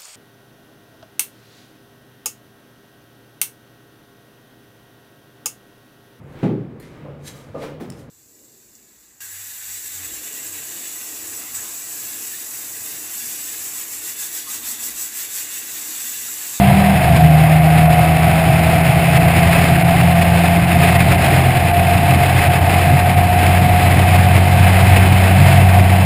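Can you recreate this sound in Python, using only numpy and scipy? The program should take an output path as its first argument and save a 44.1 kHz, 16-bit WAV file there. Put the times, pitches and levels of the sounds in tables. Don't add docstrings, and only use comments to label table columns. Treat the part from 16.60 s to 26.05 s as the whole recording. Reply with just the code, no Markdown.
import sys
import numpy as np
from scipy import signal
from scipy.fft import rfft, irfft
from scipy.io import wavfile

SR = 44100
rng = np.random.default_rng(int(sys.argv[2]) if len(sys.argv) > 2 else 0)


def output_pcm(signal):
    pcm = np.clip(np.atleast_2d(signal).T, -1, 1) * 32767
    wavfile.write(sys.argv[1], SR, np.round(pcm).astype(np.int16))


N = 416744
T = np.arange(N) / SR
HZ = np.fft.rfftfreq(N, 1 / SR)
TOP_GEAR_S = .72

# t/s, level/dB
AIRFLOW = [(0, -23.5), (.55, -23), (1.4, -24), (2.2, -21.5), (3, -21), (3.5, -22.5), (4, -22.5),
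           (4.3, -20.5), (4.7, -22.5), (5.05, -23.5), (6.1, -21), (6.65, -23), (7.25, -21.1), (7.85, -22.5),
           (8.2, -20), (8.85, -21), (9.45, -24.5)]
# t/s, length/s, lift/dB
GUSTS = [(.443, .02, 3), (.564, .02, 6.5), (1.186, .05, 4.5), (2.207, .039, 2), (2.569, .025, 2.5),
         (2.768, 0.03, 4.5), (2.978, 0.12, 3), (3.294, .013, 3), (3.619, .012, 6), (3.854, 0.029, 5),
         (4.235, 0.045, 3.5), (4.52, 0.033, 4.5), (4.652, 0.05, 5.5), (4.755, 0.1, 4), (4.965, 0.024, 4.5),
         (5.087, 0.011, 4), (5.792, 0.035, 3), (5.966, .02, 5), (6.105, 0.019, 2.5), (6.398, .012, 2.5),
         (6.846, .025, 3), (7.211, .04, 3), (7.287, 0.055, 2.5), (7.768, .02, 6), (8.37, .021, 3.5),
         (8.86, 0.17, 2)]


def amp(db):
    return 10 ** (np.asarray(db) / 20)


def unit(x):
    return x / np.sqrt(np.mean(x ** 2) + 1e-20)


def curve(rows, at=T):
    return np.interp(at, *np.transpose(rows))


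def spectrum(rows):
    hz, db = np.transpose(rows)
    return np.interp(np.log(HZ + 1), np.log(hz + 1), db)


def swells(rows):
    return sum(db * .5 ** ((2 * (T - s) / length_s) ** 2) for s, length_s, db in rows)


def coloured(x, gain):
    return unit(irfft(rfft(x) * gain, N))


def noise(gain):
    return coloured(rng.standard_normal(N), gain)


def drift(corner_hz):
    hz = np.fft.rfftfreq(N // 32, 32 / SR)
    slow = irfft(rfft(rng.standard_normal(N // 32)) / (1 + (hz / corner_hz) ** 2))
    return unit(np.interp(np.arange(N) / 32, np.arange(len(slow)), slow))


def tone(angle_rad, rms_db):
    return np.sqrt(2) * amp(rms_db) * np.cos(angle_rad + 2 * np.pi * rng.random())


def exhaust(crank_rad, crank_hz, waver_db=.9):
    # f/Hz, level/dB
    pipe = [(156, -10.3), (159, -11.3), (162, -15.2), (166, -15.6), (170.5, -14.6), (173.4, -17.8),
            (174.6, -28), (176.3, -22.5), (177.5, -29), (182, -22.3), (186, -19.5), (196, -12.7)]
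    return tone(2 * crank_rad, curve(pipe, 2 * crank_hz) + waver_db * drift(14))


def driveshaft(shaft_rad, shaft_hz, waver_db=.9, beat_db=.8, beat_s=.78, beat_peak_s=9.1, fade_s=.23):
    # f/Hz, level/dB
    body = [(78, -20), (82, -22), (86, -19), (89, -16.5), (91, -12), (93, -10)]
    throb_db = beat_db * np.cos(2 * np.pi * (T - beat_peak_s) / beat_s)
    hum = tone(shaft_rad, curve(body, shaft_hz) + throb_db + waver_db * drift(16))
    joints = np.clip((TOP_GEAR_S - T) / fade_s, 0, 1) * tone(2 * shaft_rad, rms_db=-20)
    return hum + joints


def howl(crank_rad, crank_hz):
    # crank order, level/dB, shake from uneven combustion/dB
    orders = [(8, 0.4, 1.6), (9, 0.4, 1.6), (10, 3.5, 2.2)]
    # f/Hz, level/dB
    response = [(625, -38.5), (652, -24), (672, -25), (686, -21), (694, -29.5), (704, -21), (720, -20.5),
                (742, -34.5), (752, -33), (785, -32), (810, -32), (850, -37), (930, -40)]
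    return sum(tone(k * crank_rad, db + curve(response, k * crank_hz) + shake_db * drift(21))
               for k, db, shake_db in orders)


def rasp(crank_rad, waver_db=5):
    # crank order, level/dB
    orders = [(2.5, -41), (3.5, -42.6), (4.0, -40), (6.0, -44), (7.0, -43), (7.5, -42), (8.5, -39),
              (9.5, -40), (10.5, -45.0), (12.0, -45.2), (12.5, -48.2), (14.0, -47.0), (16.0, -46.5),
              (17.0, -47.1), (18.0, -46.8), (18.5, -45.9), (22.5, -45.9), (24.5, -43.8), (26.5, -40.7),
              (28.5, -41.5), (30.5, -45.3), (32.5, -44.3), (33.5, -50.3), (34.5, -47.3)]
    # t/s, gain/dB
    envelope = [(0, -3), (.5, -5), (.9, 1.5), (2, 2), (3, 0), (4.5, -1.5), (7.5, -1.5), (9.45, -1)]
    tones = sum(tone(k * crank_rad, db + waver_db * np.tanh(drift(3.6))) for k, db in orders)
    return amp(curve(envelope)) * tones


def engine():
    # t/s, f/Hz
    revs = [(0, 97.7), (.3, 98.2), (.62, 79.5), (.72, 77.9), (1.3, 79.78), (2, 81.96), (3, 84.24),
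            (4, 85.96), (5.5, 88.27), (6.5, 89.45), (8.5, 92.29), (9.45, 93.3)]
    # t/s, f/Hz
    coast = [(0, 77.4), (.35, 78.4), (.72, 77.93)]
    crank_hz = curve(revs)
    shaft_hz = np.where(T < TOP_GEAR_S, curve(coast), crank_hz)
    unsteady = 1 + .001 * drift(15)
    crank_rad = 2 * np.pi * np.cumsum(unsteady * crank_hz) / SR
    shaft_rad = 2 * np.pi * np.cumsum(unsteady * shaft_hz) / SR
    boom = exhaust(crank_rad, crank_hz) + driveshaft(shaft_rad, shaft_hz)
    return boom + howl(crank_rad, crank_hz) + rasp(crank_rad)


def rush(gain_db=1.92, sway_db=.74, flutter_db=1.27, crackle_db=.4, split_hz=2700, dropout_sigma_s=.0065):
    # t/s, level/dB
    treble_dropouts = [(1.008, -9.9), (1.287, -11.3), (2.226, -8.4), (2.59, -6.8), (2.673, -6.9),
                       (2.819, -6), (3.238, -14), (4.059, -7.8), (4.38, -12.0), (4.571, -9.1),
                       (5.126, -8.3), (5.893, -11.1), (5.999, -9.8), (6.45, -6), (6.558, -7.6),
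                       (6.622, -7.1)]
    # f/Hz, level/dB
    hiss = [(150, -28), (400, 0), (550, 0), (900, 0), (1100, -1.5), (1400, -4.5), (1900, 1), (2650, 0),
            (2800, -5), (3300, -8), (3900, -11.5), (4400, -13.5), (5150, -12.5), (5900, -26.5)]
    # f/Hz, width/Hz, lift/dB
    modes = [(560, 50, 3), (1270, 100, 2), (1570, 130, 3), (2110, 150, 3), (2560, 230, 3), (3000, 150, 2.5),
             (3560, 180, 2), (4050, 110, 3)]
    gusts_db = swells(GUSTS) + sway_db * drift(10) + flutter_db * drift(47)
    dropouts_db = sum(db * np.exp(-.5 * ((T - s) / dropout_sigma_s) ** 2) for s, db in treble_dropouts)
    treble = 1 / (1 + (split_hz / (HZ + 1)) ** 6)
    air = 0
    for band_power, dropout_depth in ((1 - treble, .38), (treble, 1)):
        white = rng.standard_normal(N)
        band = white * amp(gusts_db + dropout_depth * dropouts_db + crackle_db * drift(400))
        air = air + irfft(rfft(band) * np.sqrt(band_power), N)
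    housing_db = sum(db / (1 + (2 * (HZ - hz) / width_hz) ** 2) for hz, width_hz, db in modes)
    return amp(curve(AIRFLOW) + gain_db) * coloured(air, amp(spectrum(hiss) + housing_db))


def whistle(centre_hz=4040, waver_db=3):
    # t/s, level/dB
    envelope = [(0, -49), (.3, -46), (.5, -59), (1.6, -59), (3.1, -51), (4.4, -49), (6.5, -53), (7, -47),
                (9.45, -48)]
    pitch_hz = centre_hz * (1 + .004 * drift(40))
    return tone(2 * np.pi * np.cumsum(pitch_hz) / SR, curve(envelope) + waver_db * drift(13))


def buffet(start_db=-20, rise_db_per_s=.25, lumps_db=2.2):
    # t/s, length/s, lift/dB
    thumps = [(.632, 0.22, 8), (1.183, .07, 5), (2.329, .12, 4), (2.771, .11, 6.5), (3.458, 0.11, 5),
              (4.244, 0.1, 4), (4.485, 0.054, 8), (4.946, 0.054, 4.5), (5.37, 0.14, 4.5), (6.316, 0.091, 5),
              (7.03, .2, 4), (7.45, .15, 3), (7.986, .13, 5.5), (8.265, 0.11, 4.3), (8.807, 0.095, 7)]
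    # f/Hz, level/dB
    shape = [(40, -38), (80, -15), (110, -3), (135, 6.5), (160, -7), (200, -11.5), (300, -22), (600, -64)]
    level_db = start_db + rise_db_per_s * T + swells(thumps) + lumps_db * drift(7.3)
    return amp(level_db) * noise(amp(spectrum(shape)))


def hollow(centre_hz=706, width_hz=115, throb_db=1):
    # t/s, level/dB
    envelope = [(0, -18), (.6, -20), (1.2, -21), (4, -20.5), (4.8, -20.5), (5.6, -21), (7.2, -22),
                (8.2, -20), (9.45, -20)]
    resonance = 1 / (1 + ((HZ ** 2 - centre_hz ** 2) / (HZ * width_hz + 1)) ** 2)
    return amp(curve(envelope) + throb_db * drift(25)) * noise(resonance)


def road(mean_db=-22.5, bumps_db=2, airflow_share=.82):
    # f/Hz, level/dB
    shape = [(10, -10), (25, -1.5), (45, -5), (65, 4.5), (100, 9.5), (190, -1.5), (240, -1), (330, -1.5),
             (450, -13), (700, -24), (1500, -48)]
    airflow_db = curve(AIRFLOW) + swells(GUSTS)
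    level_db = mean_db + airflow_share * (airflow_db - airflow_db.mean()) + bumps_db * drift(25)
    return amp(level_db) * noise(amp(spectrum(shape)))


def scene():
    return (engine() + rush() + whistle() + buffet() + hollow() + road())[None]


def record(dry):
    sampled = signal.resample_poly(dry, 40, 147, axis=1, window=("kaiser", 5))
    squashed = sampled / (1 + sampled ** 12) ** (1 / 12)
    held = np.repeat(squashed, 4, axis=1)
    fizzy = signal.resample_poly(held, 147, 160, axis=1)[:, :N]
    low_pass = signal.firwin(401, cutoff=15250, window=("kaiser", 9), fs=SR)
    return signal.oaconvolve(fizzy, low_pass[None], "same")


dry = scene()
out = record(dry)
output_pcm(out)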